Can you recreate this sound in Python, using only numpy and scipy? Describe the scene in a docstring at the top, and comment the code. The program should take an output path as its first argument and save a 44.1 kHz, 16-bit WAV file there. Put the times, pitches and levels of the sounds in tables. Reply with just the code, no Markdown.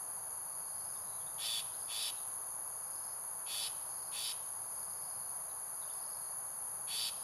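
"""Cicadas drone steadily in the trees over a faint hiss and the low hush of distant traffic.
Small far voices trill and chirp; then a shrike on a high perch gives five harsh, rasping calls,
two pairs and a single one. The drone is resonance: bursts of tymbal clicks ring hollow bodies.
The far voices are frequency-modulated tones. The shrike's voice and breath are both chopped by
a fast flutter, and the foliage scatters every bird's sound into echoes."""
import sys
import numpy as np
from scipy import signal
from scipy.fft import rfft, irfft
from scipy.io import wavfile

SR = 44100
rng = np.random.default_rng(int(sys.argv[2]) if len(sys.argv) > 2 else 0)


def store_pcm(level_fs):
    """Save levels as 16-bit WAV."""
    pcm = np.round(np.clip(level_fs, -1, 1) * 32767).astype(np.int16)
    wavfile.write(sys.argv[1], SR, np.atleast_2d(pcm).T)


N = 318843
FREQS = np.fft.rfftfreq(N, 1 / SR)

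# cicada bands: (resonance [Hz], width [Hz], level [dB], burst rate [Hz], pulsing depth [0-1])
CICADAS = [(10620, 970, -46.5, 133.3, 0.21), (10820, 1010, -47, 130, 0.01), (9384, 570, -55.5, 82, 0.15),
           (6573, 503, -62.5, 62, 0.24), (4667, 460, -68, 78, 0.45)]
# spectra of traffic hush, low rumble and high hiss: (frequency [Hz], relative density [dB])
HUSH_SPECTRUM = [(100, -32), (260, -18), (330, -12), (440, -10), (600, -4.5), (800, -1), (1000, .5),
                 (1300, -5), (1600, -10), (2100, -19.5), (3100, -34), (5000, -84)]
RUMBLE_SPECTRUM = [(15, -36), (40, -20), (60, -6.5), (95, 0.5), (160, 0), (210, -6), (300, -24), (600, -70)]
HISS_SPECTRUM = [(1500, -5), (2400, 0.5), (4000, -1.5), (5600, -8.5), (7900, -16.5), (9500, 14.5),
                 (12200, 4), (13000, -19), (13900, -17), (15000, -42)]
# slow drift of the rumble: (time [s], level [dB])
RUMBLE_LEVELS = [(0, -71), (1.25, -67.3), (2.4, -71), (5, -68), (5.9, -71.5), (7.0, -67.5)]
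# likeness of the background at left and right: (frequency [Hz], coherence [0-1])
COHERENCE = [(130, 0.9), (290, .98), (640, .96), (1410, .96), (3100, 0.8), (6820, 0.92), (11000, 0.96),
             (13000, 1)]
# balance of the background: (frequency [Hz], left minus right [dB])
BALANCE = [(300, 0), (640, 0), (1400, 1.3), (6800, 1.5), (11000, 1.45), (13000, -0.5)]
# phase of the background: (frequency [Hz], lead of the left [rad])
PHASE_LEAD = [(5000, 0.0071), (10500, -.17), (13000, 0)]
# a lower and a higher far singer: (start [s], end [s], centre [Hz], reference level [dB])
TRILLS = [(.3, .89, 4605, -60.5), (.62, 1.042, 4830, -59), (1.65, 2.0, 4860, -56), (2.75, 3.17, 4550, -62),
          (2.8, 3.151, 4920, -59), (3.7, 4.137, 4880, -60), (3.85, 4.203, 4570, -56),
          (4.55, 5.167, 4830, -58), (4.95, 5.33, 4550, -59), (5.72, 6.173, 4850, -58),
          (5.9, 6.344, 4580, -58), (6.95, 7.295, 4780, -55)]
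# far chirps: (start [s], length [s], first pitch [Hz], last pitch [Hz], peak level [dB])
CHIRPS = [(.945, .035, 3850, 3400, -66), (1.004, .23, 4140, 3830, -67.5), (1.188, 0.054, 3500, 3230, -66),
          (1.257, 0.036, 3430, 3880, -61.5), (1.73, 0.031, 3900, 4250, -59), (2.16, 0.037, 4100, 3710, -59),
          (5.485, .04, 4100, 3800, -64), (5.805, 0.046, 4100, 3500, -61), (5.876, .025, 2900, 3100, -65),
          (5.892, .028, 3660, 3420, -59.5)]
# shrike calls: (start [s], length [s], effort [dB], nominal top of the fourth harmonic [Hz],
# third harmonic [dB re effort], fourth harmonic [dB re effort], split onset [s], split length [s])
SHRIKE_CALLS = [ (1.375, 0.24, -39, 4534, -1.5, -6.5, 0.057, .05),
                (1.873, 0.24, -40, 4530, -3, -6, 0.11, 0.12), (3.456, .233, -40, 4510, -5, -5.5, 0.15, .12),
                (4.112, 0.22, -40, 4520, -6, -6.5, 0.116, 0.11),
                (6.868, .237, -39.5, 4500, -4.5, -2.5, 0.11, .12), ]
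# weak partials of the voice: (frequency [multiple of the pitch], level [dB re effort])
OVERTONES = [(2.03, -27), (6.12, -21), (7.26, -26), (12.2, -39)]
# partials that grow as the voice splits into strong and weak cycles:
# (frequency [multiple of the pitch], relative level [dB])
SPLIT_PARTIALS = [(2.68, -5.5), (3.418, -3.5), (4.467, -3)]
# spectrum of the rasping breath: (frequency [Hz], relative density [dB])
RASP_SPECTRUM = [(1000, -26), (1750, -13), (2150, -11.5), (2700, -2.5), (3300, -3), (4100, -4.5),
                 (5000, -6.5), (5500, -8.5), (7000, -9.5), (7700, -9.5), (9200, -4), (12400, -20.5),
                 (13300, -7.5), (15700, -23)]
# decay of scatter from near leaves and of echo from the trees: (frequency [Hz], time to fall 60 dB [s])
LEAF_DECAY = [(2000, 0.48), (14000, 0.43)]
TREE_DECAY = [(1500, 0.56), (4000, 1), (8000, 1), (14000, 0.49)]


def gain_of(db):
    """Amplitude grows tenfold with every 20 decibels."""
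    return 10 ** (np.asarray(db) / 20)


def unit_rms(x):
    """Normalisation to unit mean power."""
    return x / np.sqrt(np.mean(np.abs(x) ** 2) + 1e-20)


def read(table, hz):
    """Interpolation on a log-frequency axis."""
    f, value = np.transpose(table)
    return np.interp(np.log(hz + 1), np.log(f + 1), value)


def add(mix, start, sound):
    """Superposition: a sound joins the mix at its start time in seconds."""
    part = mix[max(round(start * SR), 0):][:len(sound)]
    part += sound[:len(part)]


def wander(size, rate_hz):
    """Low-passed noise: a smooth random fluctuation of rms 1."""
    f = np.fft.rfftfreq(size, 1 / SR)
    lowpass = np.exp(-.5 * (f / rate_hz) ** 2) * (f > 0)
    return unit_rms(irfft(rfft(rng.standard_normal(size)) * lowpass, size))


def coloured(x, spectrum):
    """Linear filtering imposes a tabulated spectrum; the result has rms 1."""
    size = x.shape[-1]
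    response = gain_of(read(spectrum, np.fft.rfftfreq(size, 1 / SR)))
    return unit_rms(irfft(rfft(x) * response, size))


def cicada(hz, width, db, burst_hz, pulsing):
    """Resonance: bursts of tymbal clicks ring a hollow body, and many animals blur into one band."""
    beat = 2 * np.pi * np.cumsum(burst_hz * (1 + .0084 * wander(N, 3.5))) / SR
    bursts = rng.standard_normal((2, N)) * (1 + pulsing * np.cos(beat))
    body = (1 + ((FREQS - hz) / width) ** 2) ** -2.2
    return gain_of(db + .25 * wander(N, 5)) * unit_rms(irfft(rfft(bursts) * body, N))


def traffic(hush_db=-55.5):
    """Incoherent summation: distant traffic and air merge into a low rumble and a hush."""
    rumble_db = np.interp(np.arange(N) / SR, *np.transpose(RUMBLE_LEVELS))
    rumble = gain_of(rumble_db) * coloured(rng.standard_normal(N), RUMBLE_SPECTRUM)
    drift = gain_of(hush_db + .21 * wander(N, .95))
    return rumble, drift * coloured(rng.standard_normal((2, N)), HUSH_SPECTRUM)


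def high_hiss(db=-62):
    """Leaves and far insects add incoherently to a steady, faint noise."""
    return gain_of(db) * coloured(rng.standard_normal((2, N)), HISS_SPECTRUM)


def spread(pair):
    """Partial coherence: two unrelated signals become one wide source at two close microphones."""
    left, unrelated = rfft(pair)
    coherence = np.clip(read(COHERENCE, FREQS), 0, 1)
    right = coherence * left + np.sqrt(1 - coherence ** 2) * unrelated
    tilt = gain_of(read(BALANCE, FREQS) / 2) * np.exp(.5j * read(PHASE_LEAD, FREQS))
    return irfft([left * tilt, right / tilt], N)


def trill(start, end, hz, reference_db, rate_hz=23.3, sweep_hz=248, rise_db=9):
    """Frequency modulation: a thin whistle swings ever wider and louder up to its midpoint."""
    t = np.arange(0, end - start, 1 / SR)
    grown = np.minimum(2 * t / (end - start), 1)
    swing = np.cos(2 * np.pi * rate_hz * (t - t[-1] + .02) + .21 * wander(len(t), 8.8))
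    pitch = hz + sweep_hz * (.4 + .6 * grown) * swing + 75 * wander(len(t), 300)
    accent = .45 + swing ** 2  # loudest at the turns
    whistle = unit_rms(accent * np.sin(2 * np.pi * np.cumsum(pitch) / SR))
    level_db = reference_db - rise_db * (2 - grown)  # settles rise_db below the reference
    return gain_of(level_db) * whistle * signal.windows.tukey(len(t), .1)


def chirp(length, first_hz, last_hz, db):
    """A linear glide: frequency jitter makes a far bird's slurred note slightly hoarse."""
    size = int(length * SR)
    pitch = np.linspace(first_hz, last_hz, size) + 140 * wander(size, 400)
    return gain_of(db) * np.sin(2 * np.pi * np.cumsum(pitch) / SR) * signal.windows.tukey(size, .7)


def placed(x, lead_s=3e-6, louder_db=.4):
    """Path difference: a source just left of centre reaches that side sooner and louder."""
    tilt = gain_of(louder_db / 2) * np.exp(1j * np.pi * FREQS * lead_s)
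    return irfft(rfft(x) * np.array([tilt, 1 / tilt]), N)


def foliage(x, decay, dull_hz, echoes_per_s=2500):
    """Scattering: foliage returns many small echoes, the highest treble dying first."""
    taps = rng.standard_normal((2, SR)) * (rng.random((2, SR)) < echoes_per_s / SR)
    taps[1] = .8 * taps[0] + .6 * taps[1]  # the two sides are partly alike
    hz, t, spectra = signal.stft(taps, SR, nperseg=256)
    fade = gain_of(-60 * t / read(decay, hz)[:, None]) / (1 + (hz[:, None] / dull_hz) ** 2)
    tail = signal.istft(spectra * fade, SR, nperseg=256)[1]
    return signal.fftconvolve(x[None], tail / np.linalg.norm(tail[0]), axes=1)[:, :N]


def shrike_gesture(length, effort_db, top_hz, third_db, fourth_db, split_at, split_for):
    """Envelopes of one call: effort, pitch and the levels of the partials, as the voice splits."""
    attack_s, release_s, firming_s, slack_s, splitting_s = .047, .018, .042, .04, .043
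    arch_hz, split_lift_hz = 80.1, 80
    t = np.arange(0, length, 1 / SR)
    remaining = length - t
    effort = effort_db - 2 * np.maximum(1 - t / attack_s, 0) - 4 * np.maximum(1 - remaining / release_s, 0)
    # the harmonics come in late out of the breathy start and weaken towards the end
    onset_db = -17.5 * np.exp(-t / firming_s)
    tone_db = onset_db - 6.5 * np.maximum(1 - remaining / slack_s, 0)
    hoarse = np.clip(.5 + np.minimum(t - split_at, split_at + split_for - t) / splitting_s, 0, 1)
    fourth_hz = top_hz + arch_hz * (np.sin(np.pi * t / length) - 1) + split_lift_hz * hoarse
    # splitting weakens the main harmonics and strengthens the partials around them
    third = third_db + tone_db - 2.5 * hoarse
    fourth = fourth_db + tone_db - .5 * hoarse
    split = (onset_db - 14) * (1 - hoarse) - 6.5 * hoarse
    return t, effort, fourth_hz / 4, third, fourth, split


def shrike_rasp(t, opening_s, db=-6, buzz_hz=635):
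    """Comb filtering: breath noise partly repeats each buzz cycle, which ribs its spectrum."""
    air = rng.standard_normal(len(t))
    air = air + .45 * np.interp(t - 1 / buzz_hz, t, air)
    bright = gain_of(db) * coloured(air, RASP_SPECTRUM)
    dull = signal.filtfilt(*signal.butter(2, 3800, fs=SR), bright)
    return dull + np.minimum(t / opening_s, 1) * (bright - dull)  # brightens as the beak opens


def shrike(call, flutter_hz=110, swing_hz=60, opening_s=.072):
    """Amplitude modulation: a fast flutter chops an unsteady voice and its rasp into a harsh note."""
    t, effort_db, pitch, third_db, fourth_db, split_db = shrike_gesture(*call)
    size = len(t)
    ragged = np.minimum(2 * gain_of(split_db), 1)  # grows as the voice splits
    beat = 2 * np.pi * np.cumsum(flutter_hz * (1 + .035 * wander(size, 30))) / SR
    beat += .5 * ragged * wander(size, 90)
    tremor = wander(size, 107)

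    def flutter(depth, lag=0):
        """Periodic gain, with depth in nepers and lag in radians."""
        return unit_rms(np.exp(depth * np.cos(beat - lag)))

    def partial(multiple):
        """Jitter and shimmer roughen a sinusoid whose frequency swings with the flutter."""
        jitter_hz = (28 + 50 * ragged) * .7 * (tremor + wander(size, 130))
        shimmer = 1 + .29 * ragged * wander(size, 400)
        hz = multiple * pitch + swing_hz * np.cos(beat) + jitter_hz
        return unit_rms(shimmer * np.sin(2 * np.pi * np.cumsum(hz) / SR))

    # the energy swings between the third and fourth harmonics within each flutter
    voice = gain_of(third_db) * partial(3.04) * flutter(.65)
    voice += gain_of(fourth_db) * partial(4.03) * flutter(.4, lag=2.8)
    weak = sum(gain_of(db) * partial(k) for k, db in OVERTONES)
    weak += gain_of(split_db) * sum(gain_of(db) * partial(k) for k, db in SPLIT_PARTIALS)
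    rasp = shrike_rasp(t, opening_s)
    swell = gain_of(effort_db) * signal.windows.tukey(size, .08)
    swell *= np.sqrt(np.minimum(2 * t / opening_s, 1))
    chop = flutter(.28, lag=.68)
    return swell * (voice + weak * chop), swell * rasp * chop


def scene(shrike_echo_db=-18, shrike_scatter_db=-13, far_echo_db=-15, far_scatter_db=-8):
    """Superposition of the steady background, the birds' direct sound and their echoes."""
    rumble, hush = traffic()
    hiss = high_hiss()
    drone = sum(cicada(*band) for band in CICADAS)
    voice, rasp, far = np.zeros((3, N))
    for start, *call in SHRIKE_CALLS:
        tone, air = shrike(call)
        add(voice, start, tone)
        add(rasp, start, air)
    for start, *note in TRILLS:
        add(far, start, trill(start, *note))
    for start, *note in CHIRPS:
        add(far, start, chirp(*note))
    thrown = rasp + .3 * voice  # the echoes are hoarser than the call
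    to_leaves = gain_of(shrike_scatter_db) * thrown + gain_of(far_scatter_db) * far
    to_trees = gain_of(shrike_echo_db) * thrown + gain_of(far_echo_db) * far
    scatter = foliage(to_leaves, LEAF_DECAY, dull_hz=16000)
    echo = foliage(to_trees, TREE_DECAY, dull_hz=7100)
    return placed(voice + rasp + far) + scatter + echo + rumble + spread(hush + hiss + drone)


def record(dry, edge_hz=15750):
    """Band limiting: the recorder's steep low-pass filter removes the highest treble."""
    lowpass = signal.firwin(511, edge_hz, window=("kaiser", 9), fs=SR)
    return signal.oaconvolve(dry, lowpass[None], "same")


dry = scene()
out = record(dry)
store_pcm(out)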